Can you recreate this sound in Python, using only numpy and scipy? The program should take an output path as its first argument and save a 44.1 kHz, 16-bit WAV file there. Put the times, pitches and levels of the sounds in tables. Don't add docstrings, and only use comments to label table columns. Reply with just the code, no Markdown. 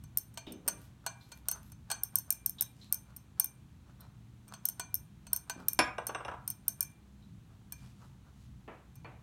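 import sys
import numpy as np
from scipy import signal
from scipy.fft import rfft, irfft
from scipy.io import wavfile

SR = 44100
rng = np.random.default_rng(int(sys.argv[2]) if len(sys.argv) > 2 else 0)


def log_audio(samples):
    frames = np.atleast_2d(samples).T
    limited = np.clip(frames, -1, 1)
    pcm = np.round(limited * 32767).astype(np.int16)
    wavfile.write(sys.argv[1], SR, pcm)


N = 406602
T = np.arange(int(.7 * SR)) / SR


def undb(db):
    return 10 ** (np.asarray(db) / 20)


def fade(t60):
    return np.exp(-np.log(1000) * T / max(t60, 1e-3))


def add(track, s, sound):
    i = max(int(s * SR), 0)
    track[i:i + len(sound)] += sound[:N - i]


def colour(x, eq):
    hz, db = np.transpose(eq)
    f = np.maximum(np.fft.rfftfreq(len(x), 1 / SR), 1)
    shaped = irfft(rfft(x) * undb(np.interp(np.log(f), np.log(hz), db)), len(x))
    return shaped / np.std(shaped)


def ring(modes, scatter_db, detune):
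    out = np.zeros(len(T))
    for k, (hz, db, t60) in enumerate(modes):
        weight, shift = rng.uniform(-1.2, 1, 2)
        t = T[:int(1.5 * SR * t60) + 1]
        envelope = undb(db + scatter_db * weight) * np.exp(-np.log(1000) * t / t60)
        out[:len(t)] += (-1) ** k * envelope * np.sin(2 * np.pi * hz * (1 + detune * shift) * t)
    return out


def burst(eq, t60, grain_db):
    noise = rng.standard_normal(len(T))
    grit = undb(grain_db * np.minimum(rng.exponential(size=len(T)), 2))
    return colour(noise * grit, eq) * fade(t60)


def rubbing(strokes, width_s, eq, grain_db):
    t = np.arange(0, N / SR, .002)
    swell = sum(undb(db) * np.exp(-.5 * ((t - s) / width_s) ** 2) for s, db in strokes)
    noise = rng.standard_normal(N)
    grit = undb(grain_db * np.repeat(rng.exponential(size=N // 64 + 1), 64)[:N])
    return np.interp(np.arange(N) / SR, t, swell) * colour(noise * grit, eq)


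# f/Hz, t60/s
ROOM_DECAY = [(200, 0.27), (1200, .48), (4000, 0.17), (9000, .29), (14000, 0.11)]

def room(dry, low_db, high_db, build_s):
    noise, f = rfft(rng.standard_normal(len(T))), np.fft.rfftfreq(len(T), 1 / SR)
    edges = np.geomspace(80, SR / 2, 14)
    tail = 0
    for lo, hi in zip(edges, edges[1:]):
        hz = np.sqrt(lo * hi)
        band = irfft(noise * ((f >= lo) & (f < hi)), len(T))
        envelope = fade(np.interp(hz, *np.transpose(ROOM_DECAY))) * (1 - np.exp(-T / build_s))
        send = undb(np.interp(hz, [1500, 12000], [low_db, high_db]))
        tail = tail + send * band * envelope / np.linalg.norm(envelope)
    return dry + signal.fftconvolve(dry, tail)[:N]


# f/Hz, level/dB
AIR_EQ = [(15, -63), (25, -28), (49, -6), (123, -2), (166, -6.5), (206, -9), (335, -18.5), (363, -23),
          (560, -30), (863, -27.5), (1940, -34.5), (4030, -36.5), (5000, -42.5), (6210, -39.5),
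          (16000, -49)]
# f/Hz, level/dB
HUM_TONES = [(63, -67), (120, -66), (204, -69.5)]

def ventilation(air_db=-57.5):
    t = np.arange(N) / SR
    knots = np.arange(0, 10, 1 / 6)

    def wander():
        return np.interp(t, knots, rng.standard_normal(len(knots)))

    surge_db = 3.5 * wander()
    air = undb(air_db) * colour(rng.standard_normal(N), AIR_EQ)
    rumble = signal.sosfilt(signal.butter(2, 300, fs=SR, output="sos"), air)
    out = air + (undb(surge_db) - 1) * rumble
    for hz, db in HUM_TONES:
        swell, drift = 1 + wander(), 2 * wander()
        out += np.sqrt(2) * undb(db) * swell * np.sin(2 * np.pi * hz * t + drift)
    return out


# t/s, level/dB
STEP_CUES = [(.471, -45.5), (.66, -50), (5.558, -52.5)]
# t/s, level/dB, f/Hz
SQUEAK_CUES = [(0.466, -53, 3720), (0.469, -54.5, 3000), (1.208, -60.5, 4140), (2.583, -48.5, 3860),
               (2.813, -55.5, 4130), (3.999, -65, 4130), (7.22, -68.5, 4040)]

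def footsteps():
    out = np.zeros(N)
    step_eq = [(100, -11.5), (190, 3.5), (320, -1), (1100, -22), (2600, -33), (4500, -50.5),
               (12000, -62.5)]
    for s, db in STEP_CUES:
        add(out, s, undb(db) * burst(step_eq, t60=.61, grain_db=4))
    attack = 1 - np.exp(-T / .0017)
    for s, db, hz in SQUEAK_CUES:
        peak_eq = [(hz * .6, -32), (hz * .8, -15), (hz * .94, -9), (hz, 0), (hz * 1.06, -17),
                   (hz * 3, -42)]
        add(out, s, undb(db) * attack * burst(peak_eq, t60=.22, grain_db=0))
    return out


# t/s, level/dB
SLEEVE_CUES = [(.83, -70), (1.26, -72.5), (2.83, -69.5), (7.84, -67.5), (8.04, -72), (8.42, -73.5)]
# f/Hz, level/dB
SLEEVE_EQ = [(500, -10), (3000, 0), (7000, -2), (13000, -11), (16000, -18)]

def sleeve():
    return rubbing(SLEEVE_CUES, width_s=.055, eq=SLEEVE_EQ, grain_db=2)


# t/s, thud level/dB, glass level/dB
LANDING_CUES = [(5.7903, -15, -23.5), (5.7986, -21, -59)]
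# f/Hz, level/dB, t60/s
FLASK_BODY_MODES = [(312, -4, .08), (549, -4, .13), (612, -4, .08), (770, 0, .14), (1000, 0, .07),
                    (1233, -4, .11), (1490, -1, .06), (1615, 1, .13), (2126, -4, .05), (2275, 0, .05),
                    (2385, 2, .05), (2492, 2, .05), (2740, -6, .11)]
# f/Hz, level/dB, t60/s
FLASK_GLASS_MODES = [(3400, -15, .05), (4620, -4, .015), (5370, -17, .22), (5390, -1, .07),
                     (6020, -18, .04), (7200, 0, .009), (7430, -7, .012), (9795, -10, .055),
                     (10015, -10, .06), (11350, -11, .015)]
# f/Hz, level/dB
BENCH_EQ = [(100, -14.5), (300, 2), (600, -1.5), (1600, 6), (2700, -7.5), (4000, -10), (7000, -20.5),
            (12000, -38.5), (16000, -46.5)]

def flask_landing():
    out = np.zeros(N)
    crack_eq = [(500, -13), (2400, -.5), (5000, -7), (11000, -5), (15000, -19.5)]
    for s, thud_db, glass_db in LANDING_CUES:
        body = undb(-10) * ring(FLASK_BODY_MODES, scatter_db=1, detune=.001)
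        glass = undb(4) * ring(FLASK_GLASS_MODES, scatter_db=1, detune=.0008)
        bench = undb(-7) * burst(BENCH_EQ, t60=.085, grain_db=3)
        crack = undb(-3) * burst(crack_eq, t60=.03, grain_db=-3)
        add(out, s, undb(thud_db) * (body + bench) + undb(glass_db) * (glass + crack))
    return out


# t/s, thud level/dB, rim level/dB
ROCK_CUES = [(5.982, -29.5, -54), (6.092, -31, -63), (6.148, -29.5, -48.5), (6.203, -36, -70),
             (6.249, -35, -54), (6.281, -30, -61), (6.314, -37, -69.5), (6.338, -40.5, -77)]
# f/Hz, level/dB, t60/s
FLASK_RIM_MODES = [(1590, 4, .04), (2400, 3, .03), (2750, 4, .07), (2880, 0, .04), (3400, -3, .03),
                   (3800, -6, .04), (5388, -4, .035), (6020, -4, .04), (8440, -11, .15), (10350, -13, .06)]
# f/Hz, level/dB
ROLL_EQ = [(150, -22), (330, -6.5), (550, 3), (1000, 1.5), (1600, -4.5), (1900, -14), (2800, -16),
           (4300, -36), (7000, -40), (15000, -49)]

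def flask_rocking():
    out = np.zeros(N)
    attack = 1 - np.exp(-T / .003)
    for s, thud_db, rim_db in ROCK_CUES:
        rim = undb(8) * ring(FLASK_RIM_MODES, scatter_db=3, detune=.004)
        roll = undb(1) * attack * burst(ROLL_EQ, t60=.07, grain_db=3)
        add(out, s, undb(thud_db) * roll + undb(rim_db) * rim)
    return out


# t/s, level/dB
SCRAPE_CUES = [(.83, -68), (1.23, -74), (1.35, -67.5), (1.66, -67)]

def scraping():
    scrape_eq = [(2000, -6), (5000, -5.5), (9000, -8), (12500, 1), (16000, -13)]
    return rubbing(SCRAPE_CUES, width_s=.036, eq=scrape_eq, grain_db=2.8)


# t/s, level/dB
SWISH_CUES = [(1.56, -55), (3.1, -65.5), (3.89, -67), (4.03, -61.5), (4.52, -60.5), (5.61, -54.5),
              (7.512, -70.5), (7.851, -65), (8.029, -61.5), (8.28, -67.5)]
# f/Hz, level/dB
SWISH_EQ = [(200, -10), (550, -0.5), (1400, 5), (2200, -15), (5000, -14), (15000, -27)]

def swishing(width_s=.023, blip_hz=(581, 1600), decay_cycles=15):
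    out = rubbing(SWISH_CUES, width_s, SWISH_EQ, grain_db=3.5)
    for s, db in SWISH_CUES:
        for _ in range(4):
            offset, hz = rng.uniform(-width_s, width_s), rng.uniform(*blip_hz)
            blip = np.sin(2 * np.pi * hz * T) * fade(decay_cycles / hz)
            add(out, s + offset, undb(db + 2) * blip)
    return out


# t/s, knock level/dB, beaker level/dB
BUMP_CUES = [(8.678, -46.5, -81), (9.046, -48.5, -52), (9.108, -70, -81)]
# f/Hz, level/dB, t60/s
BEAKER_MODES = [(2378, 0, .45), (2408, -4, .35), (4350, 3, .11), (6198, -2, .15), (6245, -2, .18),
                (8105, 2, .07), (8380, 1, .05), (12980, -4, .06)]

def grip():
    out = np.zeros(N)
    knock_eq = [(100, -1), (320, 8.5), (1100, 5.5), (2600, -3), (4500, -29), (12000, -49)]
    low_modes = [(hz, db - 12 * (hz > 3000), t60) for hz, db, t60 in BEAKER_MODES if hz < 5000]
    for s, knock_db, wall_db in BUMP_CUES:
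        wall = ring(low_modes, scatter_db=1, detune=.0004) * fade(.34)
        knock = burst(knock_eq, t60=.38, grain_db=-.5)
        add(out, s, undb(knock_db) * knock + undb(wall_db) * wall)
    return out


# f/Hz, level/dB, t60/s
ROD_MODES = [(5400, -14, .018), (5580, -15, .016), (8940, -1.5, .014), (9130, -.5, .015), (9450, -7, .005),
             (11250, -12, .004), (13030, -6, .014), (13270, -1, .012), (13440, -4, .012),
             (13800, -5, .0035), (14750, -18, .016), (15500, -21, .01)]
# f/Hz, level/dB, t60/s
FOOT_MODES = [(430, -14, .04), (640, -3, .04), (790, -1, .04), (900, -3, .035), (990, -1, .055),
              (1140, -3, .045), (1495, -1, .075), (1620, -2, .05)]
# f/Hz, level/dB
SKID_EQ = [(200, -17), (600, -14.5), (1500, 0), (2200, 0), (3100, 7), (3800, -1), (4400, 2.5), (7000, 3.5),
           (12000, -10), (16000, -12.5)]

def clink(strength_db, height, hoop_db):
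    def drive(tip_db, rim_db):
        return strength_db + np.interp(height, [0, 1], [tip_db, rim_db])

    rod_high_db, rod_low_db = drive(0, -34), drive(-10.5, -26)
    tap_db, push_db = drive(-34.5, -31.5), drive(-46.5, -26.5)
    rod_drives = [rod_low_db + 3, rod_low_db, rod_low_db, rod_high_db]
    rod_modes = [(hz, db + np.interp(hz, [6000, 8500, 9500, 12500], rod_drives), t60)
                 for hz, db, t60 in ROD_MODES]
    wall_drives = [hoop_db] * 2 + [push_db - 7] + [tap_db] * (len(BEAKER_MODES) - 3)
    wall_modes = [(hz, db + gain, t60) for (hz, db, t60), gain in zip(BEAKER_MODES, wall_drives)]
    rod = ring(rod_modes, scatter_db=2.5, detune=.006)
    wall = ring(wall_modes, scatter_db=3, detune=.003)
    foot = undb(push_db - 1) * ring(FOOT_MODES, scatter_db=4, detune=.035)
    tick_eq = [(500, -20), (2000, -21.5), (3200, -11.5), (6000, -3.5), (10000, 10.5), (16000, .5)]
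    tick = undb(rod_high_db - 11) * burst(tick_eq, t60=.007, grain_db=1.5)
    skid = undb(push_db + 3) * burst(SKID_EQ, t60=.04, grain_db=5)
    return rod + wall + foot + tick + skid


# t/s, strength/dB, height (0 at the tip, 1 on the rim), hoop level/dB,
# flight to the rebound/s, rebound level/dB relative to the hit
TOUCH_CUES = [(.038, -30.5, 0.56, -76.5, 0, 0), (0.1728, -11, 0.017, -75.5, 0.011, -9),
              (0.34, -36, 0.54, -85, 0.0038, 0), (.374, -16.5, 1, -54, 0.00025, -2),
              (.5215, -27, 0.31, -79, 0.003, -3), (0.678, -4, 0.42, -57, .005, 1.5),
              (1.0638, -6.5, 0.82, -54, 0.00017, 0), (1.318, -26, 1, -64.5, 0.0021, 0),
              (1.4845, -5, 0.35, -76, 0.029, -3.5), (1.719, -27, 0.48, -76, 0, -4),
              (1.902, -10.5, 0.88, -54, 0, 2), (1.914, -5.5, 0.66, -75.5, 0.0025, 0),
              (2.0342, -11.5, 0.11, -70, 0, 5), (2.156, -5, 0.12, -75.5, .0294, -11),
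              (2.3046, -6, 0.074, -56, 0.02, -13), (2.4609, -11.5, 0.032, -82, 0.034, -11.5),
              (2.6091, -9.5, 0.12, -62.5, .013, -3), (2.9245, -6.5, 0.15, -61.5, .019, -11),
              (3.1636, -29, 0.21, -76.5, 0.0036, 0.5), (3.3976, -2.5, 0.14, -59, 0.046, -10),
              (4.0065, -41, 0.11, -78, 0.0036, -0.5), (4.48, -32, 0.52, -73, 0.0059, -1.5),
              (4.5376, -21, 0.9, -67.5, 0.0017, 4), (4.6538, -8.5, 0.13, -80, 0.033, -4.5),
              (4.7964, -7.5, 0.69, -51, 0.0016, 0), (4.9422, -13.5, 0.018, -87, .01, -7.5),
              (5.268, -25, .8, -72.5, 0.0019, 0), (5.331, -5, 0.16, -63.5, .031, -8),
              (5.497, -8, 0.83, -57, 0, -3), (5.684, -7, 0.088, -59, 0.048, -13),
              (6.0683, -10, 0.33, -62, 0.016, -14), (6.4773, -13.5, 0.18, -70, .0245, -1),
              (6.6809, -7.5, 0.15, -65, 0, 0), (6.8067, -7, 0.19, -53.5, 0.021, -10),
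              (7.7224, -17, 0.33, -56, 0.0018, 0.5), (8.955, -37, .38, -70, 0.004, -0.5)]

def stirring(drag_lead_s=.0082):
    drags = [(s - drag_lead_s, strength_db - 57.5) for s, strength_db, *_ in TOUCH_CUES]
    out = rubbing(drags, width_s=.013, eq=SWISH_EQ, grain_db=3.5)
    for s, strength_db, height, hoop_db, flight_s, rebound_db in TOUCH_CUES:
        hits = [(0, 0)]
        if flight_s > .002:
            hits += [(flight_s, rebound_db), (1.31 * flight_s, rebound_db - 13)]
        for lag, db in hits:
            add(out, s + lag, clink(strength_db + db, height, hoop_db + db))
    return out


def scene():
    beaker = sleeve() + scraping() + swishing() + grip() + stirring()
    near = room(beaker, low_db=-6.5, high_db=-19.5, build_s=.002)
    beside = room(flask_landing() + flask_rocking(), low_db=-5, high_db=-15.5, build_s=.0061)
    far = room(footsteps(), low_db=-5.5, high_db=-5, build_s=.0057)
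    return (near + beside + far + ventilation())[None]


def record(dry):
    return signal.sosfilt(signal.ellip(8, .2, 80, 16300, fs=SR, output="sos"), dry)


dry = scene()
out = record(dry)
log_audio(out)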